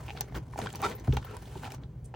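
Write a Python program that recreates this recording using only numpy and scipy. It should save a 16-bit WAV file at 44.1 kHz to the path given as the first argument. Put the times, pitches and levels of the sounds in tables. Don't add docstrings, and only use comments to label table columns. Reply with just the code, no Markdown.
import sys
import numpy as np
from scipy import signal
from scipy.fft import rfft, irfft, next_fast_len
from scipy.io import wavfile

SR = 44100
rng = np.random.default_rng(int(sys.argv[2]) if len(sys.argv) > 2 else 0)


def to_linear_factor(level_db):
    exponent = np.asarray(level_db, float) / 20
    return 10 ** exponent


def transcribe(u):
    v = np.clip(np.atleast_2d(u).T, -1, 1)
    q = np.round(v * 32767).astype(np.int16)
    wavfile.write(sys.argv[1], SR, q)


N = 94815

# frequency in Hz, level in dB per Hz.
ROOM_SPECTRUM = [(30, -12), (130, -0.5), (200, -17.5), (400, -20.5), (900, -37.5), (1400, -43), (5000, -55),
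                 (9000, -57), (16000, -49)]
# frequency in Hz, width in Hz, level in dB.
ROOM_MODES = [(55.3, 12, -50.5), (121.1, 26, -49.5)]
# time in seconds, strength in dB.
TABLE_PUSHES = [
    (.36, -41),
    (1.082, -23),
    (1.0915, -19),
    (1.13, -29.5),
    (1.16, -32.5),
    (1.556, -39),
    (1.83, -44),
]
# frequency in Hz, level in dB, 60 dB decay in seconds.
TABLE_MODES = [(59.6, -2, 0.19), (70.5, 1.5, 0.2), (129.1, 5, 0.11), (181, -14, 0.016), (246.4, -2, 0.042)]
# time in seconds, peak in dB, pitch in Hz.
CHAIN_LINKS = [
    (0.96, -38.5, 14300),
    (1.248, -37, 14080),
    (1.3098, -47, 14080),
    (0.952, -36, 14080),
    (0.997, -57.5, 6100),
]
# time in seconds, peak in dB, pitch in Hz.
NAIL_TICKS = [(0.2083, -22.5, 6140), (0.5771, -32, 7680), (0.589, -28.5, 6700), (0.6149, -45, 6060),
              (0.7022, -38, 7850), (0.728, -29, 7500), (0.7568, -29, 5870), (0.8177, -28.5, 6260),
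              (0.8985, -34, 5940), (0.749, -43, 6000), (0.998, -43, 6170), (1.1227, -49, 6600),
              (1.138, -33.5, 6000), (1.1685, -29, 6450), (1.3677, -30, 8740), (1.7035, -40, 6700),
              (1.72, -36, 5540), (1.7466, -38, 5900), (2.044, -46, 9300)]
# time in seconds, peak in dB, pitch in Hz.
ZIP_FLICKS = [
    (0.2085, -16.5, 13400),
    (0.2094, -23, 14000),
    (0.2112, -52, 13200),
]
# time in seconds, peak in dB.
CREAK_SLIPS = [
    (0.0822, -32),
    (0.0874, -35.5),
    (0.0964, -31),
    (0.1052, -26.5),
    (0.1124, -40),
]
# time in seconds, peak in dB, pitch in Hz.
FOLD_GRAINS = [(0.166, -42, 2700), (0.2085, -31, 4130), (0.216, -38, 1600), (0.749, -39, 2800),
               (1.074, -39, 1500), (1.1705, -28, 1200), (1.173, -34.5, 2440), (1.243, -44.5, 3300),
               (1.455, -45.5, 3400), (0.295, -52, 1250), (0.299, -50, 1220), (0.3098, -60, 1500),
               (0.324, -50, 2080), (0.3505, -40, 1650), (0.3565, -38, 1650), (0.3805, -54, 1700),
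               (0.39, -51, 1300), (0.529, -49, 2260), (0.5775, -39.5, 2500), (0.597, -46, 2320),
               (0.601, -49, 1100), (0.617, -31, 1440), (0.626, -41, 2360), (0.64, -45, 1300),
               (0.67, -27.5, 1500), (0.69, -40, 2230), (0.826, -28.5, 1330), (0.915, -35, 2000),
               (0.925, -40, 2000), (1.227, -39, 1400), (1.246, -38.5, 860), (1.367, -39, 1050),
               (1.553, -51, 1700), (1.595, -53, 2190), (1.634, -35.5, 1500), (1.644, -37, 2000),
               (1.652, -37, 2830), (1.66, -36, 1390), (1.674, -37, 1420), (1.72, -38.5, 2470),
               (1.781, -49, 1290), (2.1405, -38.5, 1500), (2.146, -44, 2800)]
# time in seconds, peak in dB.
SHELL_SNAPS = [(0.1724, -35), (0.185, -42), (0.349, -40.5), (0.6145, -34.5), (0.6586, -36.5),
               (0.6686, -33), (0.701, -39.5), (0.7372, -42), (1.124, -34), (1.168, -28), (1.2263, -48),
               (1.574, -48), (1.6347, -50), (1.643, -39), (1.6661, -43), (1.7039, -42), (1.834, -49.5)]
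# start in
# seconds, length in seconds, pitch in Hz.
HOLLOW_RUBS = [
    (.12, .1, 430),
    (.62, .06, 430),
    (.824, .012, 2300),
    (.87, .075, 450),
    (1.26, .065, 1300),
    (1.287, .06, 450),
    (1.285, .07, 2650),
    (1.645, .05, 790),
    (1.325, .04, 900),
    (2.043, .008, 9000),
]
HOLLOW_LEVELS_DB = [-55, -49.5, -43.5, -47, -54, -47, -62, -50.5, -52.5, -58]
# start in seconds, length in seconds, level in dB, brightness in dB.
RUB_STROKES = [(-.02, 0.1, -46.5, 1.5), (0.077, 0.059, -56, 11), (0.146, 0.079, -45.5, 0.5),
               (0.212, 0.18, -54, 1), (0.342, 0.034, -41.5, -1.5), (0.39, 0.15, -55.5, -4.5),
               (0.522, 0.09, -53, 6), (0.576, 0.086, -39, -1), (0.685, 0.1, -47.5, 3.5),
               (0.79, 0.14, -47, 2.5), (0.848, 0.058, -39, 4), (0.953, 0.071, -48.5, -1),
               (1.038, 0.11, -50, 4), (1.124, 0.068, -43.5, -1), (1.21, 0.054, -50, 2.5),
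               (1.265, 0.12, -53, 4), (1.386, 0.072, -54.5, 7), (1.453, 0.16, -50, 5.5),
               (1.626, 0.046, -47, 6.5), (1.698, 0.053, -48.5, 4), (1.781, 0.051, -53.5, -11),
               (2.065, 0.025, -87, 17)]
# frequency in Hz, level in dB per Hz.
RUSTLE_SPECTRUM = [(150, 0.5), (420, -3.5), (600, -5.5), (1200, -10.5), (5000, -26), (6500, -26),
                   (11000, -23.5), (15000, -24)]
# time in seconds, peak in dB, pitch in Hz.
WALL_TAPS = [(.372, -33, 346), (.62, -32, 300), (.854, -25, 345), (1.008, -36, 320), (1.131, -27, 434),
             (1.5585, -32.5, 410), (1.576, -43, 397), (2.06, -54, 570), (2.142, -36.5, 550)]
# time in seconds, level in dB, slip rate in Hz.
SLIDE_HIGH = [(.83, -48, 1100), (.839, -26.5, 1130), (.845, -28, 1272), (.852, -25, 1340),
              (.859, -33, 1356), (.864, -25.5, 1327), (.876, -54, 1330)]
# time in seconds, level in dB, slip rate in Hz.
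SLIDE_LOW = [(.822, -47, 785), (.829, -30, 789), (.836, -36.5, 821), (.843, -33, 880), (.85, -35, 916),
             (.86, -44.5, 952)]
# frequency in Hz, width in Hz, level in dB.
BAG_CAVITY = [(377, 25, -0.5), (790, 130, -1), (1320, 18, -5.5), (1923, 19, -7.5), (2290, 23, -16),
              (3550, 26, -13.5)]
# time in seconds, peak in dB, pitch in Hz.
PLASTIC_KNOCKS = [(0.089, -41, 870), (0.133, -52, 800), (0.75, -44.5, 970), (0.152, -41, 730),
                  (0.209, -36, 805), (0.323, -44.5, 700), (0.536, -42, 1020), (0.559, -37, 840),
                  (0.5895, -26, 734), (0.66, -34.5, 1085), (0.738, -42.5, 790), (0.801, -44.5, 910),
                  (1.0785, -31.5, 712), (1.171, -29, 828), (1.556, -41, 904), (1.634, -41.5, 774),
                  (1.64, -45, 780), (1.66, -46, 780), (1.67, -50, 780), (1.679, -42.5, 770),
                  (1.689, -48, 695), (1.722, -46.5, 750), (2.1405, -39, 860)]
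# frequency in Hz, lead in radians.
PORT_LEAD = [(4000, .05), (5800, -.4), (6800, -.9), (10300, -2.7), (11500, -3.05), (13400, -3.25),
             (15500, -4.2)]
# frequency in Hz, level in dB.
DIFFUSE_SHARE = [(100, -34), (400, -6.5), (1200, -9.5), (3000, -8.5), (6000, -4.5), (12000, -32)]

ROOM_DB = -41
PUSH_HZ = 300
GRAINS_PER_S, GRAIN_SPREAD_DB, SMOOTH_SHARE = 900, 5.5, 0.58
STROKE_ATTACK_S, STROKE_RELEASE_DB_PER_S = 0.0026, 476
HOLLOW_WIDTH_SHARE = 0.17
SQUEAK_HISS_DB, SQUEAK_ROUGH = -6.5, 0.3
KNOCK_T60_S, TAP_T60_S, TICK_T60_S, LINK_T60_S = 0.021, 0.028, 0.0094, 0.047
PIP_T60_S = 0.008
SNAP_HZ, SNAP_T60_S = 2447, 0.013
CREAK_HZ, CREAK_T60_S = 2600, 0.0047
LOW_CUT_HZ, CUTOFF_HZ = 46, 16000
BURST = 8192
DRIFT_STEP = 40


def rms_one(x):
    return x / np.sqrt(np.mean(x ** 2) + 1e-20)


def in_time(rows):
    s, *columns = np.transpose(rows)
    return [np.interp(np.arange(N) / SR, s, c) for c in columns]


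def at_hz(points, hz):
    table_hz, values = np.transpose(points)
    return np.interp(np.log(hz + 1), np.log(table_hz), values)


def drift(rate):
    r = np.exp(-2 * DRIFT_STEP * np.pi * rate / SR)
    noise = rng.standard_normal(N // DRIFT_STEP + 2002)
    slow = signal.lfilter([1], [1, -2 * r, r * r], noise)[2000:]
    return np.interp(np.arange(N) / DRIFT_STEP, np.arange(len(slow)), rms_one(slow))


def low_pass(x, hz):
    return signal.sosfilt(signal.butter(2, hz, fs=SR, output="sos"), x)


def band_pass(x, low, high):
    return signal.sosfilt(signal.butter(2, [low, high], "band", fs=SR, output="sos"), x)


def ring(x, hz, t60):
    r = to_linear_factor(-60 / (t60 * SR))
    w = 2 * np.pi * min(hz, SR / 2.1) / SR
    return signal.lfilter([0, np.sin(w)], [1, -2 * r * np.cos(w), r * r], x + 1e-18)


def resonate(x, hz, width):
    r = np.exp(-np.pi * width / SR)
    poles = [1, -2 * r * np.cos(2 * np.pi * hz / SR), r * r]
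    return signal.lfilter((1 - r * r) / 2 * np.array([1, 0, -1]), poles, x)


def clicks(rows):
    out = np.zeros(N)
    for s, db in rows:
        out[min(int(s * SR), N - 1)] = to_linear_factor(db)
    return out


def banded(source, spectrum, patchy_db, tilt_db=0):
    out, together = 0, drift(45)
    edges = 25 * 2 ** np.arange(0, 9.6, .5)
    for k, (low, high) in enumerate(zip(edges, edges[1:])):
        hz = np.sqrt(low * high)
        level_db = at_hz(spectrum, hz)
        band = band_pass(source[k % 2], low, high)
        flicker_db = patchy_db * (0.86 * together + 0.8 * drift(7.8))
        tilt = to_linear_factor(tilt_db * np.clip(np.log2(hz / 1000) / 3, -1, 1))
        out = out + band * to_linear_factor(level_db + flicker_db)
        out = out + band * to_linear_factor(level_db) * (tilt - 1)
    return out


def struck(flurry, hz, t60):
    clean_strike = ring(np.arange(len(flurry)) == 0, hz, t60)
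    return rms_one(ring(flurry, hz, t60)) * np.std(clean_strike)


def bursts(rows, t60, partials, scatter_s, noise_db, low_share, top_hz):
    out, t = np.zeros(N + BURST), np.arange(BURST) / SR
    for (s, db, hz), noise in zip(rows, rng.standard_normal((len(rows), BURST))):
        flurry = noise * np.exp(-t / scatter_s)
        tone = sum(to_linear_factor(level_db) * struck(flurry, hz * ratio, t60 / ratio ** .5)
                   for ratio, level_db in partials)
        onset = np.minimum(t / scatter_s * 2, 1)
        decay = to_linear_factor(noise_db - 60 * np.maximum(t - scatter_s, 0) / t60)
        crack = band_pass(noise[::-1], low_share * hz, top_hz) * decay * onset
        start = int(s * SR)
        out[start:start + BURST] += to_linear_factor(db) * (low_pass(tone, top_hz) + crack)
    return out[:N]


def room_tone():
    hum = 0
    for hz, width, db in ROOM_MODES:
        mode = resonate(resonate(rng.standard_normal(N + SR), hz, width), hz, 2 * width)
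        hum = hum + to_linear_factor(db) * rms_one(mode[SR:])
    floor = rms_one(banded(rng.standard_normal((2, N)), ROOM_SPECTRUM, patchy_db=1.2))
    return hum + to_linear_factor(ROOM_DB - 4.5) * floor[::-1]


def table_thuds():
    push = low_pass(clicks(TABLE_PUSHES) + 1e-18, PUSH_HZ)
    return sum(to_linear_factor(db) * ring(push, hz, t60) for hz, db, t60 in TABLE_MODES)


def chain_links():
    return sum(ring(clicks([(s, db)]), hz, LINK_T60_S) for s, db, hz in CHAIN_LINKS)


def nail_ticks():
    return bursts(NAIL_TICKS, TICK_T60_S, [(1, -10), (2.45, 5.5)],
                  scatter_s=0.00053, noise_db=-7, low_share=0.99, top_hz=20500)


def zip_flicks():
    return bursts(ZIP_FLICKS, TICK_T60_S, [(0.99, 0)],
                  scatter_s=0.0003, noise_db=-16, low_share=0.17, top_hz=16300)


def leather_creaks():
    slip = clicks(CREAK_SLIPS)
    bright = to_linear_factor(-12.5) * ring(slip, 2760, 0.002)
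    body = to_linear_factor(-9.0) * ring(slip, 820, 0.025)
    return ring(slip, CREAK_HZ, CREAK_T60_S) + bright + body


def fold_grains():
    return bursts(FOLD_GRAINS, PIP_T60_S, [(1, 3), (1.6, -7)],
                  scatter_s=0.002, noise_db=-8, low_share=0.26, top_hz=4030)


def shell_snaps():
    rows = [(*row, SNAP_HZ) for row in SHELL_SNAPS]
    return bursts(rows, SNAP_T60_S, [(.55, -8.5), (1.35, -9.5)],
                  scatter_s=0.0028, noise_db=2.5, low_share=0.64, top_hz=3860)


def swell(s, length, db):
    t = np.arange(N) / SR
    fade_db = STROKE_RELEASE_DB_PER_S * np.maximum(t - s - length, 0)
    return np.clip((t - s) / STROKE_ATTACK_S, 0, 1) ** 2 * to_linear_factor(2 * (db - fade_db))


def hollow_rubs():
    flutter, out = to_linear_factor(2.5 * drift(60)), 0
    for (s, length, hz), db in zip(HOLLOW_RUBS, HOLLOW_LEVELS_DB):
        song = rms_one(resonate(rng.standard_normal(N), hz, HOLLOW_WIDTH_SHARE * hz))
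        out = out + np.sqrt(swell(s, length, db)) * song
    return flutter * out


def pressure():
    parts = [swell(s, length, db) for s, length, db, _ in RUB_STROKES]
    power = sum(parts) + 1e-12
    bright_db = sum(part * row[-1] for part, row in zip(parts, RUB_STROKES)) / power
    return np.sqrt(power), bright_db


def rustle():
    level, bright_db = pressure()
    sizes = to_linear_factor(GRAIN_SPREAD_DB * np.minimum(rng.exponential(1, N), 5)) * rng.choice([-1, 1], N)
    happens = rng.random(N) < GRAINS_PER_S * to_linear_factor(5 * drift(40)) / SR
    grains = rms_one(sizes * happens)
    source = SMOOTH_SHARE * rng.standard_normal((2, N)) + (1 - SMOOTH_SHARE) * grains
    return level * rms_one(banded(source, RUSTLE_SPECTRUM, patchy_db=3.0, tilt_db=bright_db))


def wall_taps():
    return bursts(WALL_TAPS, TAP_T60_S, [(1, 2.5), (1.5, -41)],
                  scatter_s=0.0099, noise_db=-28, low_share=.6, top_hz=1500)


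def slips(rows):
    level_db, hz = in_time(rows)
    phase = 2 * np.pi * np.cumsum(hz * (1 + 0.018 * drift(140))) / SR
    return to_linear_factor(level_db), np.sin(phase) * to_linear_factor(10 * SQUEAK_ROUGH * drift(120))


def squeak():
    level, tone = slips(SLIDE_HIGH)
    low_level, low_tone = slips(SLIDE_LOW)
    on = np.abs(np.arange(N) / SR - .848) < .03
    hiss = rng.standard_normal(N)
    cavity = sum(to_linear_factor(db) * resonate(hiss, hz, 2.0 * width) / width ** .5 for hz, width, db in BAG_CAVITY)
    body = rms_one(cavity + to_linear_factor(-46) * hiss)
    return on * (level * tone + low_level * low_tone + to_linear_factor(SQUEAK_HISS_DB) * (level + low_level) * body)


def plastic_knocks():
    return bursts(PLASTIC_KNOCKS, KNOCK_T60_S, [(1, 6.5), (1.7, -10), (2.8, -25.0)],
                  scatter_s=0.00034, noise_db=-7, low_share=0.24, top_hz=2000)


def ports(x):
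    size = next_fast_len(N + SR // 2)
    hz, t = np.arange(size // 2 + 1) * SR / size, np.arange(SR // 4) / SR
    opposite = np.array([[1], [-1]])
    tail = rng.standard_normal((2, SR // 4)) * to_linear_factor(-60 * t / 0.087) * (t > .001)
    tail = rfft(tail / np.sqrt(np.sum(tail ** 2, axis=1, keepdims=True)), size)
    turn = np.exp(.5j * at_hz(PORT_LEAD, hz) * opposite)
    wet = to_linear_factor(at_hz(DIFFUSE_SHARE, hz)) * (tail[1] * opposite + 0.7 * tail[0] * turn)
    return irfft(rfft(x, size) * (turn + wet), size)[:, :N]


def scene():
    metal = nail_ticks() + zip_flicks()
    leather = leather_creaks() + fold_grains() + shell_snaps() + hollow_rubs() + rustle()
    camera = wall_taps() + squeak() + plastic_knocks()
    bag = chain_links() + metal + leather + camera
    return ports(room_tone() + table_thuds() + bag) + to_linear_factor(-12.5) * metal


def band_limit(x):
    return signal.sosfilt(signal.butter(12, 17150, fs=SR, output="sos"), x)


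def record(dry):
    cut = signal.sosfilt(signal.butter(4, LOW_CUT_HZ, "high", fs=SR, output="sos"), dry)
    mix = signal.sosfilt(signal.ellip(10, .5, 60, CUTOFF_HZ + 50, fs=SR, output="sos"), cut)
    return band_limit(mix)


dry = scene()
out = record(dry)
transcribe(out)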